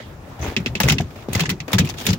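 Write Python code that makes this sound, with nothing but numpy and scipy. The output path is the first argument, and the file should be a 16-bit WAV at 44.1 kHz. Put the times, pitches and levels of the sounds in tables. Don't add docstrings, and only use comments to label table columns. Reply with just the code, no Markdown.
import sys
import numpy as np
from scipy import signal
from scipy.io import wavfile

SR = 44100
rng = np.random.default_rng(int(sys.argv[2]) if len(sys.argv) > 2 else 0)


def output_pcm(signal):
    pcm = np.clip(np.atleast_2d(signal).T, -1, 1) * 32767
    wavfile.write(sys.argv[1], SR, np.round(pcm).astype(np.int16))


def undo_db(level):
    steps = np.asarray(level, float) / 20
    return 10 ** steps


N = 96402
T = np.arange(N) / SR

# frequency in Hz, density in dB per Hz.
AIR_SPECTRUM = [(25, -4.5), (100, 6), (285, -7.5), (1000, -13), (1500, -18.5), (3000, -28.5), (6800, -35.5),
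                (16000, -32)]
# start in seconds, level in dB, upper mode in Hz, hold in seconds,
# deep mode in dB relative to the upper.
HULL_BOOMS = [(0.398, -27, 135, 0.038, 7), (0.439, -29, 196, 0.044, 4), (0.477, -30.5, 145, 0.013, 14.5),
              (0.571, -17.5, 233, 0.014, -1.5), (.600, -16.5, 169.7, 0.01, -9),
              (0.662, -18.5, 238, 0.013, -13), (0.692, -24, 130, 0.046, -2.5), (.755, -18, 220, 0.009, -4),
              (.803, -14.5, 196, 0.019, -8), (0.839, -7, 138.3, 0.033, -5), (.906, -6.5, 165, 0.024, -8),
              (0.948, -17, 142, .01, -3), (1.000, -12.5, 158, 0.012, -2.5),
              (1.045, -46.5, 127, 0.011, 25.5), (1.285, -16, 215, 0.0018, -3),
              (1.295, -19, 121, 0.018, -13), (1.354, -19.5, 195, 0.012, 7), (1.364, -20.5, 148, 0.011, 5),
              (1.404, -13.5, 170.5, 0.033, -24), (1.48, -13, 127, 0.0081, -21),
              (1.505, -15.5, 187.6, 0.022, -6.5), (1.605, -24, 150, 0.021, -48),
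              (1.738, -9.5, 195, 0.026, 0), (1.765, -16, 123, .012, -18), (1.796, -4, 165, 0.0135, -5),
              (1.831, -12.5, 146, 0.014, -28), (2.068, -19, 203, 0.02, -12),
              (2.086, -8.5, 187.7, 0.027, -5), (2.128, -12.5, 166, 0.011, -19.5)]
# frequency in Hz, width in Hz, level in dB.
HULL_MODES = [(62.4, 87, -4), (90.7, 41.2, 5), (165, 40.5, 4), (258, 51, -1), (365, 66, -5),
              (567, 110, -27)]
# start in seconds, length in seconds, level in dB,
# hiss above 2.5 kHz in dB relative to the level.
BODY_SLIDES = [
    (-.06, 0.078, -30, -17),
    (0.383, 0.18, -27, -1),
    (0.82, 0.076, -25, -1.5),
    (1.12, 0.13, -60.5, 15.5),
    (1.297, 0.17, -27, -1.5),
    (1.698, 0.088, -30, -1),
    (1.828, 0.064, -50.5, 19.5),
    (1.964, 0.077, -38.5, 14.5),
    (2.022, .13, -34.5, 10.5),
]
# start in seconds, peak in dB.
LIGHT_TOUCHES = [(0.391, -34), (0.414, -37), (0.5996, -25), (1.105, -30), (1.156, -28), (1.2229, -31),
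                 (1.2847, -23.5), (1.679, -17.5), (1.938, -23), (1.982, -28.5), (2.0104, -23)]
# frequency in Hz, density in dB per Hz.
SLIDE_SPECTRUM = [(250, 5.5), (400, -0.5), (840, -4.5), (1200, -8), (2000, -7), (6300, -21.5),
                  (9000, -23.5), (16000, -20)]
# start in seconds, length in seconds, level in dB,
# resonance in Hz, width in Hz.
SKIN_SQUEAKS = [(-.05, 0.12, -38.5, 2000, 300), (-.05, 0.19, -45, 2960, 880), (0.26, 0.32, -44.5, 850, 390),
                (0.407, 0.085, -37.5, 6200, 400), (0.424, .09, -35.5, 2170, 600),
                (0.807, .018, -17, 815, 250), (1.171, 0.094, -46.5, 2380, 500),
                (1.36, 0.024, -31, 1770, 200), (1.394, 0.014, -28, 2100, 200),
                (1.451, 0.028, -26, 1840, 200), (1.508, 0.028, -28.5, 2040, 120),
                (1.731, 0.017, -20.5, 1110, 450), (1.743, .018, -22, 930, 500),
                (1.795, 0.041, -26, 2470, 200)]
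# start in seconds, peak in dB, mode in Hz, ring in cycles.
BONY_KNOCKS = [(.391, -26, 767, 7), (0.406, -24, 500, 5.9), (.43, -16.5, 700, 6.6),
               (0.447, -16.5, 940, 7.7), (.463, -17, 810, 8.8), (0.522, -13, 480, 5.2),
               (0.566, -21.5, 380, 42), (0.663, -16.5, 404, 9.5), (0.754, -19, 392, 11),
               (.802, -14.5, 862, 44), (.838, -15, 523, 16), (0.886, -6, 810, 5), (1.002, -15.5, 704, 25.5),
               (1.106, -53, 450, 6), (1.159, -34, 587, 21), (1.188, -25, 1210, 12.4), (1.895, -25, 860, 13),
               (1.26, -28, 635, 9), (1.286, -7.5, 414, 3.4), (1.331, -24, 557, 7), (1.355, -17, 470, 12),
               (1.384, -29, 925, 6.8), (1.4393, -11.5, 870, 8.6), (1.68, -22, 510, 11),
               (1.706, -20, 1150, 12), (1.72, -16, 554, 5.6), (1.733, -6.5, 904, 11),
               (1.751, -13.5, 696, 5.2), (1.792, -15.5, 460, 12), (2.01, -26, 510, 8),
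               (2.055, -24.5, 413, 28), (2.068, -28, 406, 9), (2.081, -16, 406, 14.6)]
# start in seconds, peak in dB.
TAIL_FLICKS = [
    (0.5645, -12.5),
    (0.66, -14),
    (0.752, -16.5),
    (0.983, -16),
    (1.6018, -25),
]
# frequency in Hz, density in dB per Hz.
FLICK_SPECTRUM = [(900, -11.5), (1500, -20), (2000, -3), (2700, -4), (4200, -11.5), (6100, -15.5),
                  (9000, -30), (16000, -28)]
# start in seconds, peak in dB, spray above 7.5 kHz in dB relative to the peak, ring in
# Hz, contact in seconds.
FLANK_SLAPS = [(.801, 0, -18.5, 1740, 0.0018), (0.81, -22, -20, 1580, .002),
               (0.8329, -9, -21.5, 2560, 0.0056), (0.8777, -14, -20, 2000, 0.0032),
               (0.8844, 0.5, -23, 1980, 0.0016), (0.8968, 0, -36, 2690, 0.002),
               (0.898, -13.5, -23, 1500, 0.003), (0.92, -7.5, -19.5, 5330, .004),
               (1.006, -15.5, -26.5, 1680, 0.0024), (1.3303, -13, -13, 2520, 0.0042),
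               (1.3495, -4.5, -25.5, 2050, 0.0053), (1.3945, -7, -29, 1620, 0.0058),
               (1.4035, -6, -22.5, 2640, 0.0032), (1.4338, -17, -33, 2570, 0.0023),
               (1.4554, -15.5, -39, 2780, 0.0033), (1.492, -7, -21, 1920, 0.003),
               (1.4997, -10.5, -22, 4400, 0.0014), (1.7172, -21.5, -13, 5050, 0.0046),
               (1.7303, -1.5, -22, 3550, .005), (1.7827, -0.5, -23, 1694, 0.01),
               (1.848, -19, -17, 2320, 0.0011), (1.872, -17.5, -29, 2550, 0.0023),
               (1.8889, -16.5, -18, 2720, .001), (1.8962, -16, -23, 2510, .002),
               (2.0525, -18, -16, 1760, 0.0063), (2.065, -3.5, -17.5, 3600, 0.0025),
               (2.075, -23, -34, 1610, 0.0026), (2.088, -10.5, -37, 2730, .008),
               (2.1034, -17.5, -26, 4900, 0.0028), (2.1297, -13, -21, 2830, 0.0066)]
# frequency in Hz, density in dB per Hz.
SLAP_SPECTRUM = [(600, -7), (1300, -7.5), (1700, -5.5), (2600, 0), (3500, -5), (6300, -8.5), (8500, -7),
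                 (16000, -4)]
# frequency in Hz, left minus right in dB.
PORT_BALANCE = [(60, 1.5), (130, 2), (290, 0), (640, 7), (1410, -4), (3100, -3), (6820, 12.5), (15000, 0.5)]
# frequency in Hz, left-right correlation.
PORT_LIKENESS = [(60, 1), (180, 0.95), (550, 0.71), (1650, 0.021), (4970, -0.79), (15000, 0.33)]

AIR_DB = -40
BOOM_ATTACK_S, BOOM_T60_S, BOOM_SAG_PER_S, DEEP_RATIO = 0.00128, 0.039, 2.52, 0.578
RUMBLE_DB, RUMBLE_SIDE_DB, RUMBLE_T60_S = -16, -16.0, 0.25
TOUCH_DB, TOUCH_T60_S = -7.5, 0.12
SQUEAK_DB, SQUEAK_RISE = 0.5, 0.22
KNOCK_DB, KNOCK_PARTNER_DB, KNOCK_PARTNER_RATIO = 0.5, -3.5, 0.555
FLICK_DB, FLICK_T60_S = -7, 0.079
FLICK_RING_HZ, FLICK_WIDTH_HZ, FLICK_RING_DB = 2630, 80, 10.5
SLAP_DB, SLAP_T60_S, SLAP_ATTACK_S, SPRAY_MEAN_DB = -14, 0.075, 0.00072, -16.5
SLAP_WIDTH_HZ, SLAP_RING_DB = 140, 8
ATTACK_S, CRACK_DB, CRACK_T60_S, TAIL_DB, TAIL_T60_S = 0.00049, 1.5, 0.018, -41, 0.7
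LOW_EXTRA, SPRAY_LASTS = 0.027, 0.9
RING_T60_S, STRIKE, RAGGED_DB = 0.06, 20.5, 3
DROPS_PER_S, DROP_SPREAD_DB, BLOW_SMOOTH = 4000, 2.5, 0.55
MIC_STEP_HZ, MIC_STEP_DB, MIC_LOW_HZ = 7300, -7, 41
MIC_TOP_HZ, MIC_TOP_WIDTH_HZ, MIC_TOP_DB = 15550, 500, -6
CUTOFF_HZ, SOFT_PEAK = 15800, 0.88


def at_hz(points, hz):
    table = np.array(points)
    return np.interp(np.log(hz), np.log(np.maximum(table[:, 0], 1)), table[:, 1])


def port_gains(hz):
    lean_db = at_hz(PORT_BALANCE, hz) / 2
    return undo_db(np.array([[lean_db], [-lean_db]]))


def rms_one(x):
    return x / np.sqrt(np.mean(x ** 2) + 1e-20)


def drift(rate_hz):
    knots = rng.standard_normal(int(N / SR * 200) + 9)
    return np.interp(T * rate_hz * 2, np.arange(len(knots)), knots)


def hit(start_s, t60_s, hold_s=0., attack_s=ATTACK_S):
    out = np.zeros(N)
    t60_s = max(t60_s, 0.005)
    span = slice(int(start_s * SR) + 1, int((start_s + hold_s + 1.5 * t60_s) * SR))
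    t = T[span] - start_s
    release = undo_db(-60 * np.maximum(t - hold_s, 0) / t60_s)
    out[span] = (1 - np.exp(-t / attack_s)) * release
    return out


def resonate(x, peaks):
    out = 0
    for k, (hz, width_hz, db) in enumerate(peaks):
        r = np.exp(-np.pi * width_hz / SR)
        poles = [1, -2 * r * np.cos(2 * np.pi * hz / SR), r * r]
        out = out + (-1) ** k * undo_db(db) * signal.lfilter([1 - r * r, 0, r * r - 1], poles, x)
    return out


def spatter(smooth):
    sizes = undo_db(DROP_SPREAD_DB * np.minimum(rng.exponential(1, N), 4))
    drops = sizes * (rng.random(N) < DROPS_PER_S / SR)
    return rng.standard_normal((2, 2, N)) * (smooth + rms_one(drops) * (1 - smooth))


def bank(white, envelope, spectrum):
    edges = 29.3 * 2 ** np.arange(0, 9.6, 0.5)
    hz = np.sqrt(edges[1:] * edges[:-1])
    gains = undo_db(at_hz(spectrum, hz))
    power = np.sum(gains ** 2 * np.diff(edges) * (hz < CUTOFF_HZ)) * 2 / SR
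    audible = (gains > gains.max() / 300) * (hz >= spectrum[0][0])
    gains = gains * audible / np.sqrt(power)
    out = np.zeros((2, N))
    for k in np.flatnonzero(gains):
        band = signal.butter(2, edges[k:k + 2], "band", fs=SR, output="sos")
        mid, side = signal.sosfilt(band, white[k % 2] * envelope(hz[k]) + 1e-18)
        alike = np.clip(at_hz(PORT_LIKENESS, hz[k]), 0, 1)
        stereo = np.sqrt(1 + alike) * mid + np.sqrt(1 - alike) * side * [[1], [-1]]
        out += gains[k] * port_gains(hz[k]) * stereo
    return out


def lake():
    shared = drift(5.22)
    white = rng.standard_normal((2, 2, N))
    return undo_db(AIR_DB) * bank(white, lambda hz: undo_db(1.2 * shared + 1.8 * drift(14)), AIR_SPECTRUM)


def hull():
    boom, shake = 0, 0
    turns = rng.random((len(HULL_BOOMS), 2))[:, 0]
    for (s, db, hz, hold_s, deep_db), turn in zip(HULL_BOOMS, turns):
        t = np.maximum(T - s, 0)
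        cycles = hz * (1 - np.exp(-BOOM_SAG_PER_S * t)) / BOOM_SAG_PER_S
        deep = undo_db(deep_db) * np.sin(2 * np.pi * (DEEP_RATIO * cycles + turn))
        wave = np.sin(2 * np.pi * cycles) + deep
        boom = boom + undo_db(db) * 0.73 * hit(s, BOOM_T60_S, hold_s, BOOM_ATTACK_S) * wave
        shake = shake + undo_db(db + RUMBLE_DB) * hit(s, RUMBLE_T60_S, hold_s, BOOM_ATTACK_S)
    mid, side = rng.standard_normal((2, N))
    scale = np.std(resonate(mid, HULL_MODES))
    centre = boom + resonate(mid * shake, HULL_MODES) / scale
    spread = undo_db(RUMBLE_SIDE_DB) * resonate(side * shake, HULL_MODES) / scale
    return centre * undo_db(np.array([[0.9], [-0.9]])) + spread * [[1], [-1]]


def slides():
    swell, hiss = 0, 0
    for s, length_s, db, hiss_db in BODY_SLIDES:
        shape = np.sin(np.pi * np.clip((T - s) / length_s, 0, 1)) ** 1.24
        swell = swell + undo_db(db) * shape
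        hiss = hiss + undo_db(db + hiss_db) * shape
    touch = sum(undo_db(db + TOUCH_DB) * hit(s, TOUCH_T60_S) for s, db in LIGHT_TOUCHES)
    shared = drift(60)

    def friction(hz):
        stutter = undo_db(2.5 * shared + 2.5 * drift(45))
        return (hiss if hz > 2500 else swell) * stutter + touch

    return bank(spatter(0.45), friction, SLIDE_SPECTRUM)


def squeaks():
    out, grains = np.zeros((2, N)), spatter(0.67)[0]
    for s, length_s, db, hz, width_hz in SKIN_SQUEAKS:
        span = slice(max(int(s * SR), 0), int((s + length_s) * SR))
        part = (T[span] - s) / length_s
        shape = np.clip(np.minimum(part / SQUEAK_RISE, 1 - part), 0, 1)
        tone = rms_one(resonate(grains[:, span], [(hz, width_hz, 0)]))
        out[:, span] += undo_db(db + SQUEAK_DB) * shape * tone * port_gains(hz)
    return out


def knocks():
    out = 0
    for s, db, hz, cycles in BONY_KNOCKS:
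        phase = 2 * np.pi * hz * (T - s)
        modes = np.sin(phase) + undo_db(KNOCK_PARTNER_DB) * np.sin(KNOCK_PARTNER_RATIO * phase)
        out = out + undo_db(db + KNOCK_DB) * hit(s, cycles / hz) * modes
    return out * undo_db(2.5 * drift(95)) * undo_db(np.array([[1.7], [-1.7]]))


def blows(rows, spectrum, t60_s, ring_db, width_hz, attack_s):
    low, top = 0, 0
    for s, db, spray_db, _, contact_s in rows:
        crack = hit(s, CRACK_T60_S, 0, attack_s)
        body = hit(s, t60_s * (1 + LOW_EXTRA), contact_s, attack_s)
        spray = hit(s, t60_s * SPRAY_LASTS, contact_s, attack_s)
        low = low + undo_db(db) * (undo_db(CRACK_DB) * crack + body + undo_db(TAIL_DB) * hit(s, TAIL_T60_S))
        top = top + undo_db(db + spray_db) * (undo_db(2 * CRACK_DB) * crack + spray)

    def ragged(hz):
        return (top if hz > 7500 else low) * undo_db(RAGGED_DB * drift(90))

    out = bank(spatter(BLOW_SMOOTH), ragged, spectrum)
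    drops = spatter(BLOW_SMOOTH)[0]
    for s, db, _, hz, contact_s in rows:
        span = slice(int(s * SR), int(s * SR) + SR // 5)
        push = drops[:, span] * hit(s, RING_T60_S, contact_s, attack_s)[span]
        push[:, [20, 24]] += STRIKE * SLAP_WIDTH_HZ / width_hz * np.eye(2)
        out[:, span] += resonate(push, [(hz, width_hz, db + ring_db)]) * port_gains(hz)
    return out


def flicks():
    rows = [(s, db + FLICK_DB, 0, FLICK_RING_HZ, 0) for s, db in TAIL_FLICKS]
    return blows(rows, FLICK_SPECTRUM, FLICK_T60_S, FLICK_RING_DB, FLICK_WIDTH_HZ, ATTACK_S)


def slaps():
    rows = [(s, db + SLAP_DB, spray_db - SPRAY_MEAN_DB, hz, contact_s)
            for s, db, spray_db, hz, contact_s in FLANK_SLAPS]
    return blows(rows, SLAP_SPECTRUM, SLAP_T60_S, SLAP_RING_DB, SLAP_WIDTH_HZ, SLAP_ATTACK_S)


def scene():
    return flicks() + slaps() + knocks() + slides() + hull() + lake() + squeaks()


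def top_cut(x):
    return signal.sosfilt(signal.butter(12, 16990, fs=SR, output="sos"), x)


def record(dry):
    low = signal.sosfilt(signal.butter(9, MIC_STEP_HZ, "low", fs=SR, output="sos"), dry)
    high = signal.sosfilt(signal.butter(9, MIC_STEP_HZ, "high", fs=SR, output="sos"), dry)
    peak = resonate(high, [(MIC_TOP_HZ, MIC_TOP_WIDTH_HZ, MIC_TOP_DB)])
    x = low + undo_db(MIC_STEP_DB) * (high + peak)
    x = signal.sosfilt(signal.butter(2, MIC_LOW_HZ, "high", fs=SR, output="sos"), x)
    x = SOFT_PEAK * np.tanh(x / SOFT_PEAK)
    mix = signal.sosfilt(signal.cheby1(12, 1, CUTOFF_HZ, fs=SR, output="sos"), x)
    return top_cut(mix)


dry = scene()
out = record(dry)
output_pcm(out)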